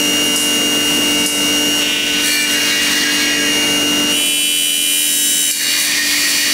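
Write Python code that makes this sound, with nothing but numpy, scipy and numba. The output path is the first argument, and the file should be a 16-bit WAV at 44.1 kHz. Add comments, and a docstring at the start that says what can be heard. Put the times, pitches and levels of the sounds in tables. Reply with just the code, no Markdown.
"""In a workshop hall, an 18-tooth disc cutter on a steady spindle works through aluminium profiles.
Every turn repeats nearly the same rattle, so it whines in orders (multiples) of the shaft speed.
Chips hiss in shaped noise, a second cutter nearby rasps in noise and squeals in chopped tones, a mist nozzle
puffs in dying noise bursts, and a pump and a second spindle hum in sines over the roar of the hall.
A mono microphone with gain control holds the level."""
import sys
import numpy as np
from scipy import signal
from scipy.fft import rfft, irfft, next_fast_len
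from scipy.io import wavfile
from scipy.ndimage import uniform_filter1d, map_coordinates
from numba import njit

SR = 44100
rng = np.random.default_rng(int(sys.argv[2]) if len(sys.argv) > 2 else 0)


def dump_mix(stems):
    """Bounce the given channels to the path in sys.argv[1] as a 16-bit WAV at rate SR."""
    frames = np.atleast_2d(stems).T  # one column per channel
    limited = np.clip(frames, -1, 1)  # hard clip at full scale
    pcm = np.round(limited * 32767).astype(np.int16)
    wavfile.write(sys.argv[1], SR, pcm)


N = 287973
T = np.arange(N) / SR  # seconds


def amp(db):
    """Decibels to an amplitude factor."""
    return 10 ** (np.asarray(db) / 20)


def unit(x):
    """Scale to an rms of 1."""
    return x / np.sqrt(np.mean(x ** 2) + 1e-20)


def along(points, hz):
    """Read (Hz, value) points on a log frequency axis."""
    f, v = np.transpose(points)
    return np.interp(np.log(hz + 1), np.log(f + 1), v)


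def wobble(rate, size=N, per_s=SR):
    """A smooth random curve through `rate` random knots a second."""
    knots = rng.standard_normal(int(size * rate / per_s) + 4)
    return map_coordinates(knots, [np.arange(size) * rate / per_s])


def noise(spectrum, patchy_db):
    """Noise of rms 1, with random gain patches in time and frequency, coloured by a spectrum."""
    _, _, z = signal.stft(rng.standard_normal(N + 1024), SR, nperseg=512)
    field = uniform_filter1d(rng.standard_normal(z.shape), size=4, axis=0)
    field = uniform_filter1d(field, size=12, axis=1)
    patchy = signal.istft(z * amp(patchy_db * unit(field)), SR, nperseg=512)[1]
    m = next_fast_len(len(patchy))
    colour = amp(along(spectrum, np.fft.rfftfreq(m, 1 / SR)))
    return unit(irfft(rfft(patchy, m) * colour, m)[:N])


def control(rows):
    """An (s, dB) curve as gain per sample."""
    return amp(np.interp(T, *np.transpose(rows)))


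SHAFT_HZ, TEETH = 83.312, 18
HUMP_OCTAVES = 0.21  # half-width of the hump in the weak orders, to 1/e of its dB
# Stages of the cut: thin wall, deep cut, break-out, second entry, wide face.
# Each row: start, full strength from, full strength until, end, all in seconds.
CUT_STAGES = [(-1, 0, 4.1, 4.18), (4.1, 4.18, 4.8, 5.15), (4.8, 5.15, 5.505, 5.52),
              (5.505, 5.52, 5.85, 5.98), (5.85, 5.98, 7, 8)]
# Orders not listed as loud scatter about this curve. Each row: frequency in Hz, level in dB before the rest.
WEAK_ORDERS = [(1200, -84), (1500, -35.5), (4000, -34.5), (9000, -31.5), (12000, -35), (15500, -41.5)]
# The weak orders, a row per stage: rise in dB, centre of a broad hump in Hz, hump height in dB.
WEAK_ORDER_RISE = [(0, 6170, 2), (1, 9400, 5.5), (3, 9700, 2), (3, 9800, -13), (3, 9750, -3)]
# Uneven teeth favour some orders between tooth multiples. One dB value per remainder of order / TEETH.
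UNEVEN_TEETH = [5, 2, 1, -2, -2, -4, -3, 1, 1, 1, 2, 4, -1, -4, -4, -2, 2, 4]
# Loudest orders in the thin wall. Each row: shaft order, level in dB before the whine level.
THIN_WALL_ORDERS = [(18, -17), (27, -23), (32, -22), (34, -2), (36, -17), (46, -23), (51, -22), (67, -20),
                    (68, -19), (69, -12), (70, -21), (75, -22), (78, -21), (79, -19), (80, -19), (81, -22)]
# Loudest orders of the deep cut. Each row: shaft order, then levels in dB when buried and when breaking out.
DEEP_CUT_ORDERS = [(29, -13, -24), (32, -17, -23), (34, -19, -16), (35, -11, -17), (36, -5, -12),
                   (37, -13, -18), (38, -18, -25), (40, -16, -25), (46, -19, -15), (72, -22, -16),
                   (73, -30, -16), (89, -31, -16), (90, -18, -11), (97, -16, -21), (100, -17, -29),
                   (108, -17, -16), (110, -23, -19), (112, -21, -21), (115, -15, -13), (118, -20, -23),
                   (126, -15, -11), (145, -18, -17), (181, -26, -26)]
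# Loudest orders of the wide face. Each row: shaft order, then levels in dB when entering and when buried.
WIDE_FACE_ORDERS = [(29, -12, -13), (34, -12, -14), (35, -15, -14), (46, -12, -19), (47, -18, -16),
                    (53, -9, -13), (54, -10, -17), (56, -17, -8), (62, -17, -14), (65, -17, -16),
                    (70, -15, -14), (72, -16, -17), (82, -23, -16), (108, -18, -21), (115, -19, -19),
                    (116, -17, -17), (126, -23, -18), (181, -30, -24)]
# Gain of the whole whine. Each row: time in seconds, gain in dB.
WHINE_LEVEL = [(0, -16), (1, -17), (2.3, -14.5), (3.4, -16.5), (4.08, -18), (4.2, -10), (4.45, -3),
               (5.1, -2), (5.45, -2), (5.58, -6), (5.8, -5.5), (6, -10.5), (6.3, -6.5), (6.53, -10)]


def whine(scatter_db=5.0, sway_db=3, drift=0.33, jitter=0.009, thin_uneven=0.19):
    """The pressure over one turn is rebuilt from slowly changing orders and read off at shaft speed."""
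    frame_rate, turn = 50, 4096  # rebuilds per second, samples around one turn
    frames = int(N / SR * frame_rate) + 2
    order = np.arange(14, 190)
    order_hz = order * SHAFT_HZ

    # levels in dB, one row per stage
    uneven_share = np.append(thin_uneven, np.ones(len(CUT_STAGES) - 1))
    uneven = np.outer(uneven_share, np.take(UNEVEN_TEETH, order % TEETH))
    rise = np.array([db + hump_db * np.exp(-(np.log2(order_hz / centre_hz) / HUMP_OCTAVES) ** 2)
                     for db, centre_hz, hump_db in WEAK_ORDER_RISE])
    scatter = scatter_db * rng.standard_normal(uneven.shape)
    level = along(WEAK_ORDERS, order_hz) + uneven + rise + scatter
    for first_stage, table in [(0, THIN_WALL_ORDERS), (1, DEEP_CUT_ORDERS), (3, WIDE_FACE_ORDERS)]:
        for k, *db in table:
            level[first_stage:first_stage + len(db), round(k) - order[0]] = db

    # blend the stages in power
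    frame_s = np.arange(frames) / frame_rate
    share = np.array([np.interp(frame_s, times, [0, 1, 1, 0]) for times in CUT_STAGES])
    size = np.sqrt(2 * share.T @ amp(level) ** 2)

    def slow(rate):
        """An independent smooth curve for every order."""
        return np.array([wobble(rate, size=frames, per_s=frame_rate) for _ in order]).T

    # the loudest orders hold steadiest
    sway = sway_db * np.clip(-share.T @ level / 20, 0, 1) * slow(2.996)
    # tooth timing errors blur high orders most (radians)
    blur = drift * slow(3.02) + jitter * order * slow(12)
    phase = rng.uniform(0, 2 * np.pi, len(order)) + blur
    spectrum = np.zeros((frames, turn // 2 + 1), complex)
    spectrum[:, order] = size * amp(sway) * np.exp(1j * phase)
    profile = irfft(spectrum, turn) * turn / 2
    profile = np.concatenate([profile, profile[:, :1]], axis=1)  # close the turn
    angle = T * SHAFT_HZ % 1 * turn
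    return control(WHINE_LEVEL) * map_coordinates(profile, [T * frame_rate, angle], order=1)


# Chip hiss colour. Each row: frequency in Hz, relative level in dB.
CHIP_SPECTRUM = [(2000, -34), (2900, -3.5), (4700, -10), (6000, -3), (7500, -2.5), (8200, 0.5), (9000, -1),
                 (10500, -2), (12500, -7), (15700, -8)]
# Loudness of the chip hiss. Each row: time in seconds, level in dB before throb and flutter.
CHIP_LEVEL = [(0, -29), (2.1, -29), (2.2, -29), (2.28, -14), (2.37, -14), (2.45, -22), (3.18, -22),
              (3.3, -32), (3.7, -38), (4.08, -38), (4.2, -24), (4.45, -21), (4.75, -13), (5.1, -12),
              (5.5, -12), (5.58, -9), (5.68, -16), (5.78, -8), (5.87, -7), (5.9, -18), (6.1, -15),
              (6.53, -15.5)]


def chips():
    """Chips tear off and scatter; their hiss throbs a little with each turn."""
    throb = 1 + 0.15 * np.sin(2 * np.pi * SHAFT_HZ * T)
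    flutter = amp(1.6 * wobble(30))
    return control(CHIP_LEVEL) * throb * flutter * noise(CHIP_SPECTRUM, patchy_db=2.2)


RINGS_ABOVE_HZ = 1550
# Rasp colour of the cutter nearby. Each row: frequency in Hz, relative level in dB.
RASP_SPECTRUM = [(600, -23), (1100, -10.5), (1500, -13), (1850, 2), (2150, -2.5), (2400, 0), (2750, -5),
                 (3150, -6.5), (3800, -4.5), (4300, -2), (5100, -8.5), (5800, -6), (6800, -11),
                 (9000, -35.5)]
# How hard that cutter bites. Each row: time in seconds, rasp level in dB.
BITE_LEVEL = [(0, -34), (1.7, -29), (2.18, -20.5), (2.3, -15.5), (2.5, -18), (3, -14), (3.2, -16),
              (3.5, -24), (3.8, -28), (4.3, -29), (4.7, -24), (5.3, -23), (5.46, -20), (5.62, -9),
              (5.93, -8.5), (6.1, -10), (6.53, -12)]
# The squeals start firm and break up. Each row: time in seconds, roughness from 0 to 1.
SQUEAL_ROUGHNESS = [(2.2, .1), (2.45, .2), (2.6, .42), (3.8, .42), (5.2, .35)]
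# Chatter on one tone, chopped by the teeth into side tones. Each row: start, loudest and end in seconds,
# start and end pitch in Hz, spacing of side tones in Hz, level in dB before flicker,
# loss per side tone below and above in dB.
CHATTER_TONES = [(1.78, 1.95, 2.25, 2862, 2862, 225, -19, 2.5, 2.5),
                 (2.22, 2.38, 2.5, 2361, 2356, 590, -14, 4, 25),
                 (2.24, 2.34, 2.45, 4428, 4424, 295, -16, 8, 25),
                 (2.22, 2.35, 2.58, 7972, 7978, 590, -22, 15, 6),
                 (2.52, 2.75, 2.95, 1936, 1925, 300, -20, 0, 2),
                 (2.57, 2.7, 2.88, 3874, 3858, 285, -22, 15, 3),
                 (2.92, 3.2, 3.5, 1640, 1640, 297, -17, 25, 3),
                 (2.8, 3.1, 3.33, 4145, 4148, 316, -26, 15, 3),
                 (2.87, 3.2, 3.38, 3272, 3270, 297, -26, 25, 25),
                 (3.15, 3.25, 3.62, 1890, 1880, 298, -24, 25, 2),
                 (5.27, 5.55, 5.8, 2356, 2366, 295, -21, 4, 25),
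                 (5.27, 5.35, 5.53, 7981, 7964, 295, -23, 25, 25),
                 (5.65, 5.75, 5.92, 1940, 1930, 298, -24, 4, 1),
                 (5.85, 6, 6.25, 1852, 1868, 298, -13, 25, 4),
                 (6.02, 6.25, 6.6, 1888, 1905, 298, -17, 25, 3),
                 (6.05, 6.3, 6.6, 4093, 4105, 292, -21, 2, 20),
                 (6.27, 6.4, 6.6, 1850, 1862, 300, -20, 25, 5)]


def second_cutter(flicker=18, edge_s=.04):
    """A rough rasp, and chatter tones that swell, flicker and fade, each with up to four side tones a side."""
    out = control(BITE_LEVEL) * noise(RASP_SPECTRUM, patchy_db=2.0)
    for start, top, end, hz0, hz1, spacing, db, below_db, above_db in CHATTER_TONES:
        a, b = round(start * SR), min(round(end * SR), N)
        t = T[a:b]
        rough = np.interp(t, *np.transpose(SQUEAL_ROUGHNESS))
        swell = np.interp(t, [start, start + edge_s, top, end - edge_s, end], [-25, -5, 0, -5, -25])  # dB
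        cycles = np.cumsum(np.interp(t, [start, end], [hz0, hz1])) / SR
        for k in range(-4, 5):
            if hz0 + k * spacing < RINGS_ABOVE_HZ:  # the work does not ring this low
                continue
            # random amplitude and phase grow with roughness
            loose = wobble(flicker, size=b - a) + .6j * wobble(flicker, size=b - a)
            grip = 1 - rough + rough * loose
            loss = abs(k) * (below_db if k < 0 else above_db)
            tone = np.real(grip * np.exp(2j * np.pi * (cycles + k * spacing * t)))
            out[a:b] += np.sqrt(2) * amp(db - loss + swell) * tone
    return out


# Puffs of the mist nozzle. Each row: start in seconds, level of the burst in dB before its decay,
# time to fall 60 dB in seconds, narrowness of the gap from 0 to 1.
MIST_PUFFS = [(0.359, -13, 0.69, 0.15), (1.261, -11.5, 0.57, 0.13), (5.511, 1, 0.47, 0.24),
              (5.852, -11.5, .15, 0.4)]
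# Lower colour of the jet. Each row: frequency in Hz, relative level in dB.
WIDE_GAP_SPECTRUM = [(2500, -41), (5000, -4.5), (7500, -1), (10000, -0.5), (13000, -12), (15700, -34)]
# Higher colour of the jet. Each row: frequency in Hz, relative level in dB.
NARROW_GAP_SPECTRUM = [(7000, -36), (11000, -6), (13000, 13), (15700, -8)]


def nozzle(spit_db=5, spit_t60=0.03):
    """Each valve stroke spits, then lets out a burst of air that dies away; a narrow gap hisses higher."""
    low = noise(WIDE_GAP_SPECTRUM, patchy_db=2)
    high = noise(NARROW_GAP_SPECTRUM, patchy_db=2)
    out = 0
    for start, db, t60, narrow in MIST_PUFFS:
        age = np.maximum(T - start, 0)
        burst = amp(-60 * age / t60)
        spit = amp(spit_db - 60 * age / spit_t60)
        onset = 1 - np.exp(-age / .001)
        out = out + amp(db) * (burst + spit) * onset * ((1 - narrow) * low + narrow * high)
    return out


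def drone(hz, orders, sway_db):
    """Slightly unsteady orders of a rotating machine: sines at multiples of its speed, swaying in level and phase."""
    out = 0
    for k, db in orders:
        level = np.sqrt(2) * amp(db + sway_db * wobble(5))
        phase = rng.uniform(0, 2 * np.pi) + 0.47 * wobble(6)
        out = out + level * np.sin(2 * np.pi * round(k) * hz * T + phase)
    return out


PUMP_HZ, SECOND_SPINDLE_HZ = 48.89, 74.95
# Pump hum. Each row: order of the pump speed, level in dB before sway.
PUMP_ORDERS = [(1, -47.5), (2, -52.5), (3, -45), (4, -38), (5, -35), (6, -23.5), (7, -39.5), (12, -36),
               (24, -48)]
# Second spindle hum. Each row: order of that spindle's speed, level in dB before sway and fade.
SECOND_SPINDLE_ORDERS = [(6, -32), (9, -40.5), (10, -53), (12, -41), (15, -47.5), (18, -38.5), (21, -42),
                         (24, -44.5), (27, -38), (28, -38), (30, -36)]
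# The second spindle hum drops back late. Each row: time in seconds, gain in dB.
SECOND_SPINDLE_GAIN = [(5.2, 0), (5.8, -10)]
# Roar of the hall. Each row: frequency in Hz, relative level in dB.
HALL_SPECTRUM = [(20, -40), (60, -20.5), (90, -12), (135, -16.5), (190, -3.5), (280, -5), (420, -7),
                 (600, -10), (850, -13.5), (1200, -14.5), (1600, -15.5), (2500, -13.5), (3500, -15.5),
                 (6000, -32)]
# Compressed air. Each row: frequency in Hz, relative level in dB.
AIR_SPECTRUM = [(1500, -18), (3000, -6), (6000, -10), (10000, 8), (13000, -18), (15700, 23)]


def shop():
    """Pump and second spindle in sines, the broad roar of the hall and a steady hiss of compressed air in noise."""
    pump = drone(PUMP_HZ, PUMP_ORDERS, sway_db=1.5)
    spindle_hum = drone(SECOND_SPINDLE_HZ, SECOND_SPINDLE_ORDERS, sway_db=1.0)
    second_spindle = control(SECOND_SPINDLE_GAIN) * spindle_hum
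    roar = amp(-25.5) * noise(HALL_SPECTRUM, patchy_db=1.5)
    air = amp(-33) * noise(AIR_SPECTRUM, patchy_db=4)
    return pump + second_spindle + roar + air


def scene():
    """All sources at the one microphone, the same in both channels."""
    mono = whine() + chips() + second_cutter() + nozzle() + shop()
    return np.array([mono, mono])


@njit
def follow(power, attack, release):
    """A level detector that rises fast and falls slowly."""
    out, level = np.empty_like(power), power[:2000].mean()
    for i in range(len(power)):
        level += (attack if power[i] > level else release) * (power[i] - level)
        out[i] = level
    return out


TOP_HZ = 15730  # band limit of the microphone signal


def record(dry, hold_db=-13, slope=1.0, attack_s=0.0005, release_s=0.055):
    """Gain control pulls loud and quiet passages to one level; nothing passes above the band limit."""
    power = np.abs(uniform_filter1d(dry[0] ** 2, size=88))  # 2 ms average
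    level_db = 10 * np.log10(follow(power, 1 / (attack_s * SR), 1 / (release_s * SR)))
    held = dry * amp(-slope * (level_db - hold_db))
    m = next_fast_len(N + 4096)
    passband = np.fft.rfftfreq(m, 1 / SR) < TOP_HZ
    return irfft(rfft(held, m) * passband, m)[:, :N]


dry = scene()
out = record(dry)
dump_mix(out)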